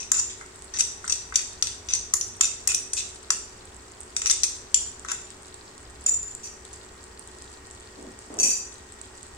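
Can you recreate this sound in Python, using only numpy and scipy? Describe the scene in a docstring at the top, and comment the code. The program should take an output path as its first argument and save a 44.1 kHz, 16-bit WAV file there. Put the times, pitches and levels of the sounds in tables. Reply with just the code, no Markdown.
"""A steel spoon taps a bowl close to a stereo pair of microphones, over a pan of onions frying in oil.
It also scrapes paste out, is put down ringing, and later three dull bumps and clinks come from the worktop.
Spoon, bowl and cutlery are resonant modes driven by rough contact; the oil is random ringing bubbles,
snapping steam pops and flickering hiss; behind them lie noise rumble, wandering motor tones and bumps.
A dense decaying echo places the spoon, cutlery and frying in a small kitchen."""
import sys
import numpy as np
from scipy import signal
from scipy.fft import rfft, irfft, next_fast_len
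from scipy.io import wavfile

SR = 44100
rng = np.random.default_rng(int(sys.argv[2]) if len(sys.argv) > 2 else 0)


def materialize(psi):
    """Save the field psi as 16-bit PCM at rate SR to the path in sys.argv[1].

    A 1-D psi becomes a single channel; in a 2-D psi each row is a channel.
    """
    bounded = np.clip(np.atleast_2d(psi).T, -1, 1)
    quanta = np.round(bounded * 32767).astype(np.int16)
    wavfile.write(sys.argv[1], SR, quanta)


N = 413216
TIME = np.arange(N) / SR
HIT_TIME = TIME[:SR // 11]


def from_db(db):
    """Turn decibels into an amplitude gain."""
    return 10 ** (np.asarray(db) / 20)


def rms_one(x):
    """Scale to rms 1."""
    return x / np.sqrt(np.mean(x ** 2) + 1e-20)


def level_one(sound, contact_s):
    """Scale a stereo hit to rms 1 over its contact and the 8 ms after."""
    end = int((contact_s + .008) * SR)
    return sound / np.sqrt(np.mean(sound[:, :end] ** 2) + 1e-20)


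def at_hz(points, hz):
    """Read a table on a log-frequency axis."""
    table = np.array(points)
    return np.interp(np.log(np.maximum(hz, 1)), np.log(table[:, 0]), table[:, 1])


def over_time(points):
    """Read a table of times and values along the whole scene."""
    return np.interp(TIME, *np.transpose(points))


def panned(left_over_right_db):
    """Give left and right gains of constant power."""
    half_db = left_over_right_db / 2
    return rms_one(from_db(np.array([[half_db], [-half_db]])))


def add(out, start_s, sound):
    """Mix a stereo sound in at a time."""
    start = max(round(start_s * SR), 0)
    out[:, start:start + sound.shape[1]] += sound[:, :N - start]


def highpass(x, hz):
    """Small bodies radiate no bass."""
    return signal.sosfilt(signal.butter(4, hz, "high", fs=SR, output="sos"), x)


def lowpass(x, hz):
    """Soften everything above a corner frequency."""
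    return signal.sosfilt(signal.butter(4, hz, fs=SR, output="sos"), x)


def drift(rate_hz):
    """Slow random wandering with rms 1: noise smoothed by two equal poles."""
    step = 40   # samples between computed points
    r = np.exp(-2 * np.pi * rate_hz * step / SR)
    raw = rng.standard_normal(N // step + 2002)
    slow = signal.lfilter([1], [1, -2 * r, r * r], raw)[2000:]   # skip the settling-in
    return np.interp(np.arange(N) / step, np.arange(len(slow)), rms_one(slow))


def ring(clicks, hz, t60_s):
    """Each click sets a decaying sine ringing, falling 60 dB in t60_s."""
    r = from_db(-60 / (t60_s * SR))
    w = 2 * np.pi * hz / SR
    return signal.lfilter([0, np.sin(w)], [1, -2 * r * np.cos(w), r * r], clicks + 1e-18)


def settling(clicks, settle_s):
    """Each click dies away exponentially."""
    return signal.lfilter([1], [1, -np.exp(-1 / (settle_s * SR))], clicks)


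# how alike noise is at the two microphones: freq_hz, likeness (1 = the same, 0 = unrelated)
LIKENESS = [(60, 1), (130, 0.96), (290, 0.9), (640, 0), (1400, 0.027), (3000, 0.019)]


def noise(spectrum, size=N):
    """Stereo noise of a given colour, alike in both channels in the bass; rms 1."""
    padded = next_fast_len(size)
    hz = np.arange(padded // 2 + 1) * SR / padded
    mid, side = rfft(rng.standard_normal((2, padded)))
    alike = np.clip(at_hz(LIKENESS, hz), -1, 1)
    both = np.sqrt(1 + alike) * mid + np.sqrt(1 - alike) * side * [[1], [-1]]
    return rms_one(irfft(both * from_db(at_hz(spectrum, hz)), padded)[:, :size])


# how long the kitchen echoes: freq_hz, t60_s
ROOM_T60 = [(200, 0.12), (1200, 0.26), (2600, 0.57), (7000, 0.46), (10000, 0.38), (15000, 0.26)]


def kitchen(feed, build_s):
    """Dense wall echoes build up and die away, each octave at its own rate."""
    t, echoes = TIME[:SR * 3 // 4], 0
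    edges_hz = np.geomspace(150, 19200, 8)
    for low, high in zip(edges_hz, edges_hz[1:]):
        octave = signal.butter(2, [low, high], "band", fs=SR, output="sos")
        band = signal.sosfilt(octave, rng.standard_normal((2, len(t))))
        t60_s = at_hz(ROOM_T60, np.sqrt(low * high))
        echoes = echoes + band * np.exp(-np.log(1000) * t / t60_s)
    build_up = 1 - np.exp(-t / build_s)
    echoes = rms_one(echoes * build_up) / np.sqrt(len(t))
    return signal.fftconvolve(feed, echoes, axes=1)[:, :N]


# colour of the kitchen's rumble: freq_hz, relative level_db (per Hz)
RUMBLE = [(20, -6), (42, -8), (62, 5), (78, -2), (98, -1), (145, -13), (200, -9.5), (300, -8.5), (420, -8),
          (540, -12), (900, -10), (1700, -14), (3000, -20.5), (6000, -40)]
# swell of its deepest part: time_s, gain_db
DEEP_RUMBLE = [(0, -1), (1.4, -.5), (2.1, 4), (2.5, 0), (5.8, 0), (6.1, 2.5), (6.5, -1), (9.37, -0.5)]


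def kitchen_rumble():
    """Low noise from the room; only the deepest part swells and sinks."""
    rumble = from_db(-48.5) * noise(RUMBLE)
    bass = signal.sosfiltfilt(signal.butter(2, 130, fs=SR, output="sos"), rumble)
    swell = from_db(over_time(DEEP_RUMBLE) + 1.0 * drift(3.1))
    return rumble + bass * (swell - 1)


def wavering(hz, spread_hz):
    """A motor line whose pitch and strength wander; rms 1."""
    pitch_hz = hz + spread_hz * drift(5.06)
    strength = 1 + drift(4.7) / 10
    return rms_one(strength * np.sin(2 * np.pi * np.cumsum(pitch_hz) / SR))


# lines of the motor hum: pitch_hz, level_db, pitch_spread_hz
HUM = [(62.9, -59, 5.97), (267, -72, 3.98), (372, -58.5, 2.02), (426.6, -62, 3.846), (1091, -75.5, 4.2)]
# level of the thin whine: time_s, level_db
WHINE = [(0, -68), (5.1, -70), (5.6, -66), (7.5, -64), (9.37, -64)]


def motors():
    """Wavering sines make a hum a little to the left and a thin central whine."""
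    hum = sum(from_db(level_db) * wavering(hz, spread_hz) for hz, level_db, spread_hz in HUM)
    whine = from_db(over_time(WHINE)) * wavering(hz=1883, spread_hz=4.34)
    return hum * panned(1.0) + whine


# dull bumps on the worktop, further off: start_s, level_db, length_s, top_hz
BUMPS = [(7.975, -44, 0.099, 560), (8.303, -41.5, 0.066, 1000), (8.381, -39.5, 0.076, 804)]


def bumps(low_hz, fade_s):
    """Something is shifted on the worktop: low noise holds briefly, then fades."""
    out, t = np.zeros((2, N)), TIME[:SR // 2]
    for start_s, level_db, length_s, top_hz in BUMPS:
        colour = [(low_hz / 2, -25), (low_hz, 0), (top_hz / 2, -1),
                  (top_hz, -7), (top_hz * 3, -30), (top_hz * 10, -75)]
        fade = np.exp(-np.maximum(t - length_s, 0) / fade_s)
        add(out, start_s, from_db(level_db) * noise(colour, size=len(t)) * fade)
    return out


# colour of the smooth frying hiss: freq_hz, relative level_db (per Hz)
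HISS = [(1500, 1.5), (3000, -20), (4600, 0.5), (5600, 2), (7000, 3.5), (8000, 8), (9000, -3.5),
        (10000, -11), (12500, -23), (16000, -40)]


def frying_hiss():
    """The finest bubbles merge into noise that flickers within milliseconds."""
    flicker_db = 0.36 * drift(26) + 1.6 * drift(140)
    return from_db(-54.0) * noise(HISS) * from_db(flicker_db)


# strength of bursting bubbles by pitch: pitch_hz, relative level_db
FIZZ = [(2500, -41), (3300, -8), (4500, -1.5), (5500, -9), (6800, -10), (8000, 9), (9000, -22),
        (10000, -32), (14000, -32)]


def bubbles(per_s, spread_db, cycles, surge_db, count=18):
    """Tiny steam bubbles burst at random all over the pan, each ringing a few cycles; rms 1."""
    out, surge = np.zeros((2, N)), from_db(surge_db * drift(11))
    for hz in np.geomspace(2500, 13000, count):
        born = np.flatnonzero(rng.random(N) < per_s / count * surge / SR)
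        size_db = spread_db * np.minimum(rng.exponential(1, len(born)), 4.5)
        sizes = from_db(size_db) * rng.choice([-1, 1], len(born))
        # low bubbles lie mostly to the left, high ones to the right
        side_db = rng.normal(1.0 if hz < 6500 else -1.0, 1.2, len(born))
        lag = rng.integers(-20, 20, len(born))   # samples between the microphones
        clicks = np.zeros((2, N))
        clicks[0, born] = sizes * from_db(side_db)
        clicks[1, (born + lag) % N] = sizes * from_db(-side_db)
        rung = ring(ring(clicks, hz, cycles / hz), hz, cycles / hz / 3)
        out += from_db(at_hz(FIZZ, hz)) * level_one(rung, N / SR)
    return rms_one(lowpass(out, 9500))


# the loudest steam pops in the oil: start_s, peak_db (before panning)
POPS = [(3.148, -27.5), (4.005, -25.5), (5.542, -27.5), (6.35, -17.5), (6.736, -27.5), (7.194, -28),
        (7.275, -26), (8.922, -26), (9.014, -25)]
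POPS_PER_S, POP_DB, POP_SPREAD_DB = 3, -30.5, 2.1   # the random pops
POP_HZ, POP_SPREAD_HZ = 7920, 480   # all pops ring near one pitch
POP_PAN_DB = -5   # all lie to the right


def pops(t60_s, burst_s):
    """Larger bubbles snap with a short bright ring: a few loud ones among many at random."""
    out, t = np.zeros((2, N)), TIME[:SR // 50]
    random_s = TIME[rng.random(N) < POPS_PER_S / SR]
    random_pops = [(start_s, rng.normal(POP_DB, POP_SPREAD_DB)) for start_s in random_s]
    for start_s, peak_db in POPS + random_pops:
        hz = rng.normal(POP_HZ, POP_SPREAD_HZ)
        burst = rng.standard_normal((2, len(t))) * np.exp(-t / burst_s)
        snap = ring(ring(burst, hz, t60_s), hz, t60_s / 2)
        add(out, start_s, from_db(peak_db) * snap / np.abs(snap).max() * panned(POP_PAN_DB))
    return out


def contact_force(slide_s, slips_per_s, settle_s):
    """A tap is one brief chatter; a slide sticks and slips all along its length."""
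    slipping = (rng.random(len(HIT_TIME)) < slips_per_s / SR) * (HIT_TIME < slide_s)
    slips = slipping * rng.uniform(0.19, 0.8, len(HIT_TIME))
    slips[0] = 1
    return settling(slips + 1e-18, settle_s)


LOWER_MODE_HZ, UPPER_MODE_HZ = 5850, 7150   # the two main regions of the metal's ring
# colour of the crack of contact: freq_hz, relative level_db (per Hz)
CRACK = [(900, -45), (1500, -33), (2500, -16), (4200, -9.5), (6000, 9), (8200, -4), (9000, -6.5),
         (11000, -5.5), (12500, -59), (16000, -32)]
# cutlery left to ring freely: start_s, level_db, rattle_s, others_db (modes away from 7 kHz), direct_db
CLINKS = [(6.062, -21, 0.01, -19.5, 1.5), (6.086, -23, .02, -46, 4), (6.14, -27, 0.0048, -28, 0.5),
          (6.229, -35, .006, -32, 2.5), (6.28, -39.5, 0.0044, -15, 2), (6.433, -37, 0.0072, -1, -3.5),
          (8.388, -33.5, .002, 4, 8.5), (8.398, -21.5, 0.046, -0.5, 0.5), (8.455, -28, 0.067, 0.5, -3)]
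# its modes: pitch_hz, level_db, t60_s
CUTLERY = [(2566, -8.5, 0.023), (4695, -7.5, 0.09), (6090, -1, 0.018), (5950, -4, 0.096), (6600, -2, 0.028),
           (6160, 2.5, 0.0091), (6910, -15, 0.15), (7100, 1.5, 0.053), (7140, -8, 0.18), (8100, -2.5, 0.05),
           (8630, -15, 0.15), (9850, -14.5, 0.042), (10900, -22, 0.047), (12990, -18, 0.041),
           (14480, -18, .03)]


def cutlery(crack_db):
    """Loose metal chatters on the worktop and rings on, close modes beating; returns direct and room feed."""
    direct, feed = np.zeros((2, N)), np.zeros((2, N))
    for start_s, level_db, rattle_s, others_db, direct_db in CLINKS:
        force = contact_force(rattle_s, slips_per_s=250, settle_s=0.0026)
        force = np.pad(force, (0, SR // 3))   # time to ring on
        push = force * rng.standard_normal(len(force))
        # the right channel lags by 26 samples
        push = np.array([push, np.pad(push, (26, 0))[:len(push)]])
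        modes = 0
        for hz, mode_db, t60_s in CUTLERY:
            # modes near 7 kHz always sound; the share of the others depends on the touch
            share_db = others_db * (abs(hz - UPPER_MODE_HZ) > 400)
            rung = ring(ring(push, hz, 14 / hz), hz, t60_s)
            modes = modes + from_db(mode_db + share_db) * level_one(rung, rattle_s)
        crack = force * noise(CRACK, size=len(force))
        crack = level_one(lowpass(highpass(crack, 8000), 12500), rattle_s)
        clink = from_db(level_db) * (level_one(modes, rattle_s) + from_db(crack_db) * crack)
        add(direct, start_s, clink * from_db(direct_db))
        # less direct sound goes with more room
        add(feed, start_s, clink * from_db(0.5 - 0.73 * direct_db))
    return direct, feed


def struck(modes, gains_db, force, slide_s):
    """A rough contact rings damped modes, which reach the left microphone a little earlier."""
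    push, out = force * rng.standard_normal(len(force)), 0
    for (hz, width_hz, level_db), extra_db in zip(modes, gains_db):
        # the hand and the paste damp every mode and detune it a little
        hz = hz * (1 + rng.normal(0, .02 if hz < 5500 else .005))
        damped_hz = max(width_hz, 75 if hz > 5000 else 130)
        left = ring(ring(push, hz, 5 / hz), hz, np.log(1000) / (np.pi * damped_hz))
        right = np.pad(left, (rng.integers(23, 34), 0))[:len(left)]
        out = out + from_db(level_db + extra_db) * level_one(np.array([left, right]), slide_s)
    return level_one(out, slide_s)


# modes of spoon and bowl, damped by the hands: pitch_hz (nominal), width_hz (raised if too narrow), level_db
SPOON = [(2216, 37, -15), (2598, 37, -7), (3166, 50, -21.5), (3604, 48, -11), (3810, 43, -10.5),
         (4300, 53, -38.5), (4825, 40, -7.5), (5030, 170, -9.5), (5906, 80, 0.5), (6090, 180, -1.5),
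         (6470, 300, -4.5), (6370, 98, -4), (7143, 57, 7.5), (7580, 57, -0.5), (8106, 35, 4),
         (9100, 67, -28), (9780, 140, -10), (10350, 110, -15), (10100, 110, -45), (13400, 200, -31),
         (14400, 370, -4.5), (15700, 150, -30)]
# modes of the hollow knock of the bowl: the same columns
KNOCK = [(1145, 240, -2.5), (1352, 180, 10.5), (1520, 120, 5.5), (1853, 120, 4), (2050, 93, 1.5)]
# taps on the bowl: start_s, ring_db, knock_db, lean_db, bright_db (per octave)
# the first row is the faint ringing-out of a tap just before the scene opens
# lean_db is what the upper main mode gains and the lower loses at that spot
TAPS = [(0.002, -33.5, -67, -15, 0), (0.1171, -14, -32.5, 10.5, 7), (0.411, -48, -39, 2, 2),
        (0.8065, -15.5, -43, -5.5, -0.5), (1.042, -42, -36, 14, 2), (1.078, -28.5, -41.5, -8, 0),
        (1.123, -19, -55, -5, -3), (1.323, -49, -35, 8, -4), (1.357, -14, -48, -6, -1),
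        (1.6243, -17.5, -36.5, -4, -2), (1.67, -28, -57, 0, -4.5), (1.936, -17, -50, -12, 1.5),
        (2.1372, -15, -33, 1.5, 12.5), (2.211, -22.5, -58, -17, 3), (2.409, -12.5, -30, 7, 1.5),
        (2.452, -23, -53, -9, 2), (2.674, -16.5, -33.5, 2.5, 8), (2.746, -17.5, -60, -7, 4.5),
        (2.933, -22.5, -46, -0.5, 2), (3.304, -15.5, -28, -2.5, -2), (4.1647, -21, -45.5, 2, -4),
        (4.217, -26, -43, 12, -10), (4.259, -21, -41, -8, -8), (4.298, -18.5, -42, -11, 0),
        (4.311, -16, -49, 6.5, -7.5), (4.434, -16.5, -50, -5.5, 3), (4.7433, -11.5, -58, 6.5, 1),
        (5.048, -44, -36.5, -4, -2), (5.116, -24, -34, 6, 4)]
# scrapes along the bowl: start_s, slide_s, ring_db, knock_db
# the first row belongs to that same ringing-out; the one at 6.062 is the spoon scuffing as it is put down
SCRAPES = [(0.004, 0.032, -35.5, -65), (0.13, 0.038, -29.5, -48), (0.168, 0.033, -23, -44.5),
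           (0.297, 0.018, -39, -67), (0.7385, 0.037, -32.5, -47), (0.787, .018, -23, -48),
           (1.097, 0.015, -24, -47), (1.34, .055, -36, -54), (1.886, .045, -32, -53),
           (1.95, .01, -26.5, -58), (2.423, 0.024, -28, -48), (2.687, 0.033, -26.5, -47),
           (2.967, 0.039, -28, -57), (4.267, 0.0081, -21.5, -47), (4.302, .006, -20.5, -43),
           (4.438, .007, -20.5, -50), (5.085, .028, -34, -39.5), (6.062, 0.029, -37, -50)]
TAP_S = 0.002   # a tap chatters this long
# a firm contact; lighter slides are duller, in dB per octave for each dB
FIRM_DB, BRIGHT_PER_DB = -18.5, 0.78
LIGHT_DB = -29.5   # a light contact
FIRM_ROOM_DB, LIGHT_ROOM_DB = -6, -3   # a light contact has the larger room share
BOWL_PAN_DB = 2.5   # the bowl is held a little to the left


def spoon(crack_db, crack_s, lean_width_hz, scatter_db):
    """Every touch of the spoon rings the same modes, by spot and firmness; returns direct and room feed."""
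    direct, feed = np.zeros((2, N)), np.zeros((2, N))
    hz = np.array(SPOON)[:, 0]
    near_upper = np.exp(-((hz - UPPER_MODE_HZ) / lean_width_hz) ** 2)
    near_lower = np.exp(-((hz - LOWER_MODE_HZ) / lean_width_hz) ** 2)
    octaves = np.log2(np.clip(hz, 3500, 12000) / 6500)
    tap_s, _, _, tap_lean_db, _ = np.transpose(TAPS)
    taps = [(start_s, TAP_S, ring_db, knock_db, bright_db)
            for start_s, ring_db, knock_db, _, bright_db in TAPS]
    slides = [(start_s, slide_s, ring_db, knock_db, BRIGHT_PER_DB * (ring_db - FIRM_DB))
              for start_s, slide_s, ring_db, knock_db in SCRAPES]
    for start_s, slide_s, ring_db, knock_db, bright_db in taps + slides:
        # the spoon travels from the spot of one tap to that of the next
        lean_db = np.interp(start_s, tap_s, tap_lean_db)
        force = contact_force(slide_s, slips_per_s=650, settle_s=0.00049)
        gains_db = (near_upper - near_lower) * lean_db + octaves * bright_db
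        gains_db = gains_db + scatter_db * rng.standard_normal(len(hz))
        modes = struck(SPOON, gains_db, force, slide_s)
        knock = struck(KNOCK, scatter_db * rng.standard_normal(len(KNOCK)), force, slide_s)
        knock = highpass(highpass(knock, 790), 790)
        # countless small modes blur into a brief crack; a hard edge makes it brighter
        colour = [(f, db + bright_db * (f > 10000)) for f, db in CRACK]
        crack = level_one(noise(colour, size=len(force)) * settling(force, crack_s), slide_s)
        clank = modes + from_db(crack_db) * crack
        clank = level_one(lowpass(highpass(clank, 2130), 11600), slide_s)
        hit = from_db(ring_db) * clank + from_db(knock_db) * knock
        room_db = np.interp(ring_db, [LIGHT_DB, FIRM_DB], [LIGHT_ROOM_DB, FIRM_ROOM_DB])
        add(direct, start_s, hit * panned(BOWL_PAN_DB))
        add(feed, start_s, hit * from_db(room_db))
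    return direct, feed


def scene():
    """Pan and spoon close to the microphones, the rest further off in the room."""
    background = kitchen_rumble() + motors() + bumps(low_hz=210, fade_s=0.06)
    fizz = from_db(-52.5) * bubbles(per_s=1700, spread_db=4.5, cycles=14.0, surge_db=4)
    frying = fizz + pops(t60_s=0.0027, burst_s=0.001)
    clinks, clinks_feed = cutlery(crack_db=-16)
    hits, hits_feed = spoon(crack_db=-5, crack_s=0.0033, lean_width_hz=580, scatter_db=3.0)
    room = kitchen(hits_feed + clinks_feed + from_db(-8.5) * frying, build_s=0.00087)
    return background + frying_hiss() + frying + clinks + hits + room


def record(dry):
    """The hardest taps are rounded off below full scale and the treble is cut at 16 kHz."""
    top = .9   # ceiling of the rounding, full scale = 1
    rounded = dry / (1 + (dry / top) ** 8) ** (1 / 8)
    return signal.sosfilt(signal.ellip(10, .1, 80, 16000, fs=SR, output="sos"), rounded)


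dry = scene()
out = record(dry)
materialize(out)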